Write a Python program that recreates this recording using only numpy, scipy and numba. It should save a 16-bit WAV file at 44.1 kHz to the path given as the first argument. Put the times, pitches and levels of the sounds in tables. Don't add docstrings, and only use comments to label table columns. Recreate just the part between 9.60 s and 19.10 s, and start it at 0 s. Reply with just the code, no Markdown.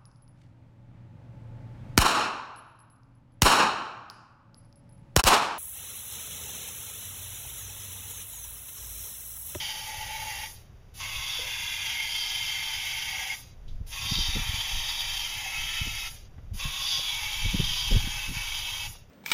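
import sys
import numpy as np
from scipy import signal
from scipy.fft import rfft, irfft
from scipy.io import wavfile
from scipy.ndimage import uniform_filter1d
from numba import njit

SR = 44100
rng = np.random.default_rng(int(sys.argv[2]) if len(sys.argv) > 2 else 0)


def invert_db(level):
    return 10 ** (np.asarray(level, dtype=float) / 20)


def materialize(psi):
    bounded = np.clip(np.atleast_2d(psi).T, -1, 1)
    quanta = np.round(bounded * 32767).astype(np.int16)
    wavfile.write(sys.argv[1], SR, quanta)


N = 418950

# (frequency [Hz], density [dB per Hz])
AIR_SPECTRUM = [(150, 6), (300, 0), (550, -0.5), (1000, -7.5), (2000, -11.5), (3500, -14.5), (4800, -15),
                (5600, -9.5), (7000, -10.5), (10500, -17), (15000, -19.5)]
AIR_DB = -60

# (time [s], peak [dB], frequency [Hz], width [Hz], t60 [s])
KNOCKS = [(1.79, -44.5, 515, 200, 0.25), (1.85, -49, 550, 200, 0.21), (4.081, -55, 3550, 900, .15),
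          (4.08, -56, 4500, 6000, .4), (6.74, -64, 700, 1500, .03), (6.781, -53.5, 600, 1380, 0.075),
          (7.39, -45, 560, 300, 0.05), (9.351, -48, 650, 600, 0.044)]

# (time [s], fade [s], slow heave [dB], rumble [dB])
GUSTS = [(0.42, .06, -50, -50.5), (1.56, .06, -43.5, -69), (1.75, 0.076, -53, -51), (2.7, 0.058, -51, -62),
         (4.13, 0.14, -34, -47), (4.47, 0.15, -59, -46), (4.6, 0.11, -32.5, -58),
         (4.76, 0.13, -32.5, -38.5), (5.16, 0.065, -31, -40), (5.48, 0.22, -42, -51),
         (6.0, 0.096, -41, -45), (6.27, 0.23, -40, -50), (6.46, 0.034, -43, -72),
         (6.96, 0.16, -38.5, -45.5), (7.06, 0.029, -33, -38), (7.7, 0.48, -44.5, -60),
         (7.86, 0.07, -26.5, -36), (8.02, 0.09, -28.5, -35), (8.33, 0.029, -17.5, -50),
         (8.37, 0.12, -28.5, -35), (8.71, 0.13, -38, -52), (8.91, 0.2, -41.5, -63), (9.28, .08, -45, -45.5)]
GUST_RISE_PER_FADE = 0.61
CALM_HEAVE_DB, CALM_RUMBLE_DB, CALM_SWING_DB = -58.5, -54, 3.0
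LUMPS_DB, LUMPS_HZ = 2.5, 11.7
# (time [s], peak [dB], swing [Hz], flutter [dB])
PUFFS = [(4.211, -21.5, 65.7, -40), (4.462, -48, 152, -35), (4.521, -21, 162, -29), (4.568, -26, 96, -37),
         (4.588, -24, 188, -28.5), (4.61, -24, 51, -37), (4.695, -21.5, 58.6, -34), (4.765, -23, 95, -24.5),
         (4.795, -38, 120, -31.5), (4.897, -20, 74, -37), (4.944, -24, 80, -38), (6.219, -19, 78, -37),
         (6.274, -28.5, 156, -29.5), (6.786, -33, 64, -41), (6.924, -19.5, 68.4, -39),
         (6.948, -27, 48, -38), (7.057, -23.5, 107, -35), (7.391, -49, 108, -38), (7.86, -15.5, 72.6, -28),
         (7.949, -13, 186, -20.5), (8.002, -18.5, 108, -22), (8.044, -30, 99, -40),
         (8.321, -28, 146, -20.5), (8.35, -11, 44, -23), (8.368, -8.5, 80.5, -24), (8.443, -32, 111, -34.5),
         (8.476, -26.5, 153, -31.5), (8.694, -32, 28, -29), (8.72, -29, 40, -32), (8.771, -22, 103, -51)]

# (valve pressed [s], let go [s], nozzle hiss [dB], splash [dB], deep bore tone [dB])
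SPRAYS = [
    (-0.3, 0.86, -44.5, -42, -48.5),
    (1.325, 3.74, -46, -40.5, -52.5),
    (4.25, 6.48, -45.5, -39.5, -49.5),
    (6.92, 9.27, -45.5, -40, -51),
]
# (time after press [s], hiss [dB], splash [dB], rings [dB])
OPENING = [
    (0.0, -55, -53, -50),
    (0.011, -36, -34, -42),
    (0.017, -9, -14.5, -46),
    (0.06, 0, -6.5, -19),
    (0.078, -2, 2.5, -1),
    (0.1, 0, 0, 0),
]
# (time after release [s], hiss [dB], splash [dB], rings [dB])
CLOSING = [
    (0.0, -0.5, 0, 0),
    (0.02, -2, -6.5, -14),
    (0.07, -4, -13.5, -24),
    (0.1, -15.5, -13, -58),
    (0.15, -19, -20.5, -37),
    (0.19, -31, -24, -36),
    (0.24, -48, -45, -50),
]
LEAK_PACE = 1.05, 0.95, 0.94, 0.82
# (frequency [Hz], density [dB per Hz])
NOZZLE_SPECTRUM = [(600, -13), (3000, -44), (7000, -5), (10000, -2.5), (11500, -3.5), (12000, -10.5),
                   (13500, -6.5), (15500, -9.5)]
# (frequency [Hz], density [dB per Hz])
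SPLASH_SPECTRUM = [(500, -48), (750, -15.5), (1400, -13.5), (2500, -7), (3500, -5), (4900, -2.5), (5600, 1),
                   (6800, 1.5), (8500, -19), (11000, -34)]
# (frequency [Hz], width [Hz])
RIM = [
    (4720, 660),
    (6300, 1500),
]

# (frequency [Hz], width [Hz], level [dB])
BORE_1_RINGS = [(1480, 104, -9), (1950, 140, -3.5), (2245, 37, -1), (2760, 110, -6.5), (3050, 260, -3.5),
                (3550, 21, -10)]
BORE_2_RINGS = [(1500, 35, -17.5), (1640, 45, -14.5), (2145, 74, -4.5), (2752, 107, -9.5),
                (3160, 115, -8.5), (3434, 53, -10)]
BORE_3_RINGS = [(1210, 64, -23), (1340, 30, -12.5), (1774, 43, -14.5), (2025, 170, -12.5), (2593, 52, -6),
                (3170, 103, -5), (3743, 40, -6.5)]
BORE_4_RINGS = [(1493, 270, -17), (1830, 180, -21.5), (2150, 17, -38), (2247, 11, -5.5), (2615, 51, -6.5),
                (3364, 690, -7), (3860, 47, -14.5)]
BORES = BORE_1_RINGS, BORE_2_RINGS, BORE_3_RINGS, BORE_4_RINGS
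# (fixed tone [Hz], its width [Hz], its level [dB], moving tone width [Hz])
DEEP_TONES = [(865, 35, 3, 70), (900, 60, -6, 120), (790, 90, -5, 110), (960, 200, -9, 110)]
# (frequency [Hz], ...)
LOW_MODES = [(800, 860), (770, 895, 1300), (767, 850, 934, 1092), (850, 960, 1075)]
LOW_MODE_WIDTH_HZ, LOW_MODE_DB, REACH_HZ = 33, 3.5, 348
# (time [s], ring [dB], deep tone [Hz], loudest ring [Hz], slant as lower-ring gain [dB])
JET_1 = [(0.0, -29.5, 853, 3170, -4), (0.24, -39, 857, 3050, -1), (0.3, -42.5, 855, 3020, 6),
         (0.5, -41, 850, 3160, 7), (0.86, -39, 845, 3160, 4.5)]
JET_2 = [(1.4, -43, 1097, 3400, 10.5), (1.72, -31.5, 1076, 3520, -1.5), (1.85, -35.5, 1000, 3400, 4),
         (2.12, -33.5, 945, 3390, 4.5), (2.4, -31, 896, 3170, 2.5), (2.6, -28.5, 894, 3170, -6.5),
         (2.94, -30.5, 880, 3140, 0), (3.34, -31.5, 860, 3120, -0.5), (3.74, -36, 833, 3220, 7)]
JET_3 = [(4.33, -41.5, 1130, 3300, 4.5), (4.59, -25.5, 950, 3720, -9.5), (4.8, -34.5, 930, 3430, 4.5),
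         (5.08, -31.5, 900, 3280, 0), (5.4, -32.5, 915, 3325, -2), (5.68, -34.5, 897, 3110, 1),
         (5.9, -39, 814, 3010, 9), (6.1, -33, 906, 3120, 3), (6.48, -40, 850, 2970, 7)]
JET_4 = [(7.0, -39.5, 1100, 3520, 9), (7.33, -28, 1090, 3440, -9.5), (7.62, -35.5, 855, 3280, 8),
         (7.88, -34, 910, 3200, 4), (8.18, -28.5, 1010, 3210, -6), (8.6, -37.5, 810, 3230, 8.5),
         (8.79, -38.5, 930, 3150, 11), (8.97, -32.5, 864, 3200, 0.5), (9.27, -38, 820, 3190, 5)]
JETS = JET_1, JET_2, JET_3, JET_4
# (time [s], width [s], gain [dB])
CROSSINGS = [(0.62, 0.51, 4.5), (1.46, 0.24, 5.5), (3.62, 0.14, 6), (5.88, 0.082, 6), (6.3, 0.45, -7),
             (7.1, 0.2, 4), (7.7, 0.13, 1), (8.2, 0.13, 2.5), (9.0, 0.18, -0.5)]

USUAL_RING_DB, RING_WANDER_DB = -34, 1.3
HISS_FOLLOWS, SPLASH_FOLLOWS = 0.18, 0.32
DEEP_PER_SLANT, RIM_PER_SLANT, OUTER_PER_SLANT = 0.13, -1.56, 0.7
RIM_DB, OUTER_RIM_DB, RIM_TOP_DB = -6.5, -5.5, 4
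FLARE_HZ, FLARE_WIDTH_HZ, FLARE_DB = 5640, 1200, -1
MIDDLE_HZ, MIDDLE_PER_DEEP = 2273, 1.6
FALTER_S, FALTER_WIDTH_S, FALTER_DB = 8.71, 0.03, -10

NOTCH_HZ = 4199, 7855, 8796, 12605
# (width [Hz], depth [0-1])
NOTCHES = [(530, 1), (2750, 1), (1200, 0.93), (1200, .98)]
SHELF_HZ, TOP_HZ = 5010, 15290


def rms_one(x):
    return x / np.sqrt(np.mean(x ** 2) + 1e-20)


def in_time(rows):
    s, *columns = np.transpose(rows)
    return [np.interp(np.arange(N) / SR, s, c) for c in columns]


def bump(centre_s, width_s):
    return np.exp(-((np.arange(N) / SR - centre_s) / width_s) ** 2)


def coloured(spectrum):
    hz, db = np.transpose(spectrum)
    grid_hz = np.arange(1, N // 2 + 2) * SR / N
    gain = invert_db(np.interp(np.log(grid_hz), np.log(hz), db))
    return rms_one(irfft(rfft(rng.standard_normal(N)) * gain, N))


def band(low_hz, high_hz):
    sos = signal.butter(3, [low_hz, high_hz], "band", fs=SR, output="sos")
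    return rms_one(signal.sosfilt(sos, rng.standard_normal(N)))


def drift(rate_hz):
    r = np.exp(-80 * np.pi * rate_hz / SR)
    slow = signal.lfilter([1], [1, -2 * r, r * r], rng.standard_normal(N // 40 + 2002))[2000:]
    return np.interp(np.arange(N) / 40, np.arange(len(slow)), rms_one(slow))


@njit
def resonate(x, cosine, r):
    y = np.zeros(len(x))
    for i in range(2, len(x)):
        drive = (1 - r * r) / 2 * (x[i] - x[i - 2])
        y[i] = drive + 2 * r * cosine[i] * y[i - 1] - r * r * y[i - 2]
    return y


def ringing(x, hz, width_hz):
    cosine = np.cos(2 * np.pi * hz / SR) * np.ones(len(x))
    r = np.exp(-np.pi * width_hz / SR)
    return resonate(resonate(x, cosine, r), cosine, r)


def shop_air():
    return invert_db(AIR_DB) * coloured(AIR_SPECTRUM)


def knocks():
    out, t = np.zeros(N), np.arange(SR // 5) / SR
    for s, db, hz, width_hz, t60_s in KNOCKS:
        at = round(s * SR)
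        burst = rms_one(ringing(rng.standard_normal(len(t)), hz, width_hz))
        out[at:at + len(t)] += (invert_db(db - 60 * t / t60_s) * burst)[:N - at]
    return out


def gusts():
    t = np.arange(0, N, 64) / SR
    calm = invert_db(CALM_SWING_DB * drift(5.0)[::64])
    s, fade_s, heave_db, rumble_db = np.transpose(GUSTS)[:, :, None]
    slope_s = np.maximum(fade_s * np.where(t < s, GUST_RISE_PER_FADE, 1), 0.01)
    shape = np.exp(-2 * np.abs(t - s) / slope_s)
    heave = (invert_db(CALM_HEAVE_DB) * calm) ** 2 + (invert_db(2 * heave_db) * shape).sum(axis=0)
    rumble = invert_db(2 * CALM_RUMBLE_DB) + (invert_db(2 * rumble_db) * shape).sum(axis=0)
    return [np.interp(np.arange(N) / SR, t, np.sqrt(power)) for power in (heave, rumble)]


def puffs():
    out, t = np.zeros(N), np.arange(-SR // 20, SR // 20) / SR
    dull, bright = band(68.0, 219.0), band(220.0, 510.0)
    for s, db, hz, flutter_db in PUFFS:
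        at = round(s * SR) + np.arange(len(t)) - SR // 20
        turn = (np.pi * hz * t) ** 2
        out[at] -= invert_db(db - 5.5) * (1 - 2 * turn) * np.exp(-turn)
        bright_db = 1.12 * (flutter_db + 20.5) - 7.5
        flutter = dull[at] + invert_db(bright_db) * bright[at]
        out[at] += invert_db(flutter_db - 7.0) * flutter * np.exp(-(t / 0.011) ** 2)
    return out


def buffeting():
    heave_gain, rumble_gain = gusts()
    heave = band(11.0, 35.0)
    heave /= np.sqrt(uniform_filter1d(heave ** 2, size=2600) + 0.11)
    rumble = invert_db(LUMPS_DB * drift(LUMPS_HZ)) * band(37.2, 120.0)
    out = heave_gain * rms_one(heave) + rumble_gain * rumble + puffs()
    return 0.3 * np.tanh(out / 0.3)


def reflections(x, first_db, fall_db_per_ms, sway_ms):
    out, now = x.copy(), np.arange(N)
    for ms in np.sort(rng.uniform(1, 13, 14)):
        lag = (ms + sway_ms * drift(0.65)) * SR / 1000
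        gain = rng.choice([-1, 1]) * invert_db(first_db - fall_db_per_ms * ms)
        out += gain * np.interp(now - lag, now, x)
    return rms_one(out) * np.std(x)


def valve(pressed_s, let_go_s, pace):
    opening = in_time([(pressed_s + s, *db) for s, *db in OPENING])
    closing = in_time([(let_go_s + pace * s, *db) for s, *db in CLOSING])
    return np.add(opening, closing)


def rim_splash(white, slant_db):
    inner_db = np.minimum(RIM_DB + RIM_PER_SLANT * slant_db, RIM_TOP_DB)
    outer_db = OUTER_RIM_DB + OUTER_PER_SLANT * slant_db
    out = invert_db(inner_db + FLARE_DB) * rms_one(ringing(white[0], FLARE_HZ, FLARE_WIDTH_HZ))
    for (hz, width_hz), db in zip(RIM, (inner_db, outer_db)):
        out += invert_db(db) * rms_one(ringing(white[1], hz, width_hz))
    return out


def bore_rings(white, bore, strength, deep_hz, top_hz, slant_db):
    middle_hz = MIDDLE_HZ + MIDDLE_PER_DEEP * (deep_hz - 900)
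    out = invert_db(-4.5) * ringing(white[1], top_hz, 310.0)
    out += invert_db(slant_db - 10) * ringing(white[0], middle_hz, 360.0)
    for k, (hz, width_hz, db) in enumerate(bore):
        gain_db = db + slant_db * (hz < 2900) + RING_WANDER_DB * strength[k]
        out += invert_db(gain_db) * ringing(white[k % 2], hz, 1.66 * width_hz + 40)
    return rms_one(out)


def deep_tone(white, tones, modes_hz, deep_hz, narrow):
    low_hz, low_width_hz, low_db, deep_width_hz = tones
    out = ringing(white[0], deep_hz, deep_width_hz)
    out += invert_db(low_db) * ringing(white[1], low_hz, 2 * low_width_hz)
    blown = ringing(white[1], deep_hz, REACH_HZ)
    for hz in modes_hz:
        out += invert_db(LOW_MODE_DB) * ringing(blown, hz, LOW_MODE_WIDTH_HZ)
    return rms_one(signal.sosfilt(narrow, out))


def spray():
    sputter = invert_db(0.29 * drift(18.0) + 1.0 * drift(68))
    nozzle, splash = coloured(NOZZLE_SPECTRUM), coloured(SPLASH_SPECTRUM)
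    blowing = band(503.0, 672.0)
    strength = np.array([drift(4.3) for k in range(8)])
    narrow = signal.cheby1(6, 1, 730.0, "high", fs=SR, output="sos")
    noise = rng.standard_normal((2, N))
    falter_db = FALTER_DB * bump(FALTER_S, FALTER_WIDTH_S)
    crossing_db = sum(db * bump(s, width_s) for s, width_s, db in CROSSINGS)
    out, low = np.zeros(N), np.zeros(N)
    for press, pace, jet, modes_hz, bore, tones in zip(SPRAYS, LEAK_PACE, JETS, LOW_MODES, BORES, DEEP_TONES):
        pressed_s, let_go_s, nozzle_db, oil_level_db, deep_level_db = press
        start = max(round(pressed_s * SR), 0)
        stop = min(round((let_go_s + pace * CLOSING[-1][0]) * SR), N)
        span = slice(start, stop)
        white, fail_db = noise[:, span], falter_db[span]
        gas_db, oil_db, air_db = valve(pressed_s, let_go_s, pace)[:, span]
        jet_db, deep_hz, top_hz, slant_db = (c[span] for c in in_time(jet))

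        swing_db = jet_db - USUAL_RING_DB
        hiss_db = nozzle_db + gas_db + HISS_FOLLOWS * swing_db
        splash_db = oil_level_db + oil_db + SPLASH_FOLLOWS * (swing_db + fail_db)
        ring_db = jet_db + air_db + fail_db
        deep_db = deep_level_db + air_db + DEEP_PER_SLANT * slant_db + fail_db + crossing_db[span]

        rings = bore_rings(white, bore, strength[:, span], deep_hz, top_hz, slant_db)
        deep = deep_tone(white, tones, modes_hz, deep_hz, narrow)
        out[span] = invert_db(hiss_db + 11.5) * nozzle[span] + invert_db(splash_db + 5.0) * splash[span]
        out[span] += invert_db(splash_db) * rim_splash(white, slant_db)
        out[span] += invert_db(ring_db - 5) * rings
        low[span] = invert_db(deep_db - 2.0) * deep + invert_db(deep_db - 18.0) * blowing[span]
        low[span] += invert_db(ring_db - 5.5) * rings
    out = signal.sosfilt(narrow, out * sputter)
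    return low * sputter + reflections(out, first_db=-6.0, fall_db_per_ms=0.8, sway_ms=0.11)


def scene():
    return (shop_air() + knocks() + buffeting() + spray())[None]


def roll_off(x):
    return signal.sosfilt(signal.butter(12, 15340, fs=SR, output="sos"), x)


def record(dry):
    for hz, (width_hz, depth) in zip(NOTCH_HZ, NOTCHES):
        r, turn = np.exp(-np.pi * width_hz / SR), np.cos(2 * np.pi * hz / SR)
        peak = signal.lfilter([(1 - r * r) / 2, 0, (r * r - 1) / 2], [1, -(1 + r * r) * turn, r * r], dry)
        dry = dry - np.clip(depth, 0, 1) * peak
    hz = np.arange(N // 2 + 1) * SR / N
    shelf = invert_db(-3.0 * (0.5 + np.tanh((hz - SHELF_HZ) / 50.0)))
    mix = irfft(rfft(dry) * shelf * (hz < TOP_HZ), N)
    return roll_off(mix)


dry = scene()
out = record(dry)
materialize(out)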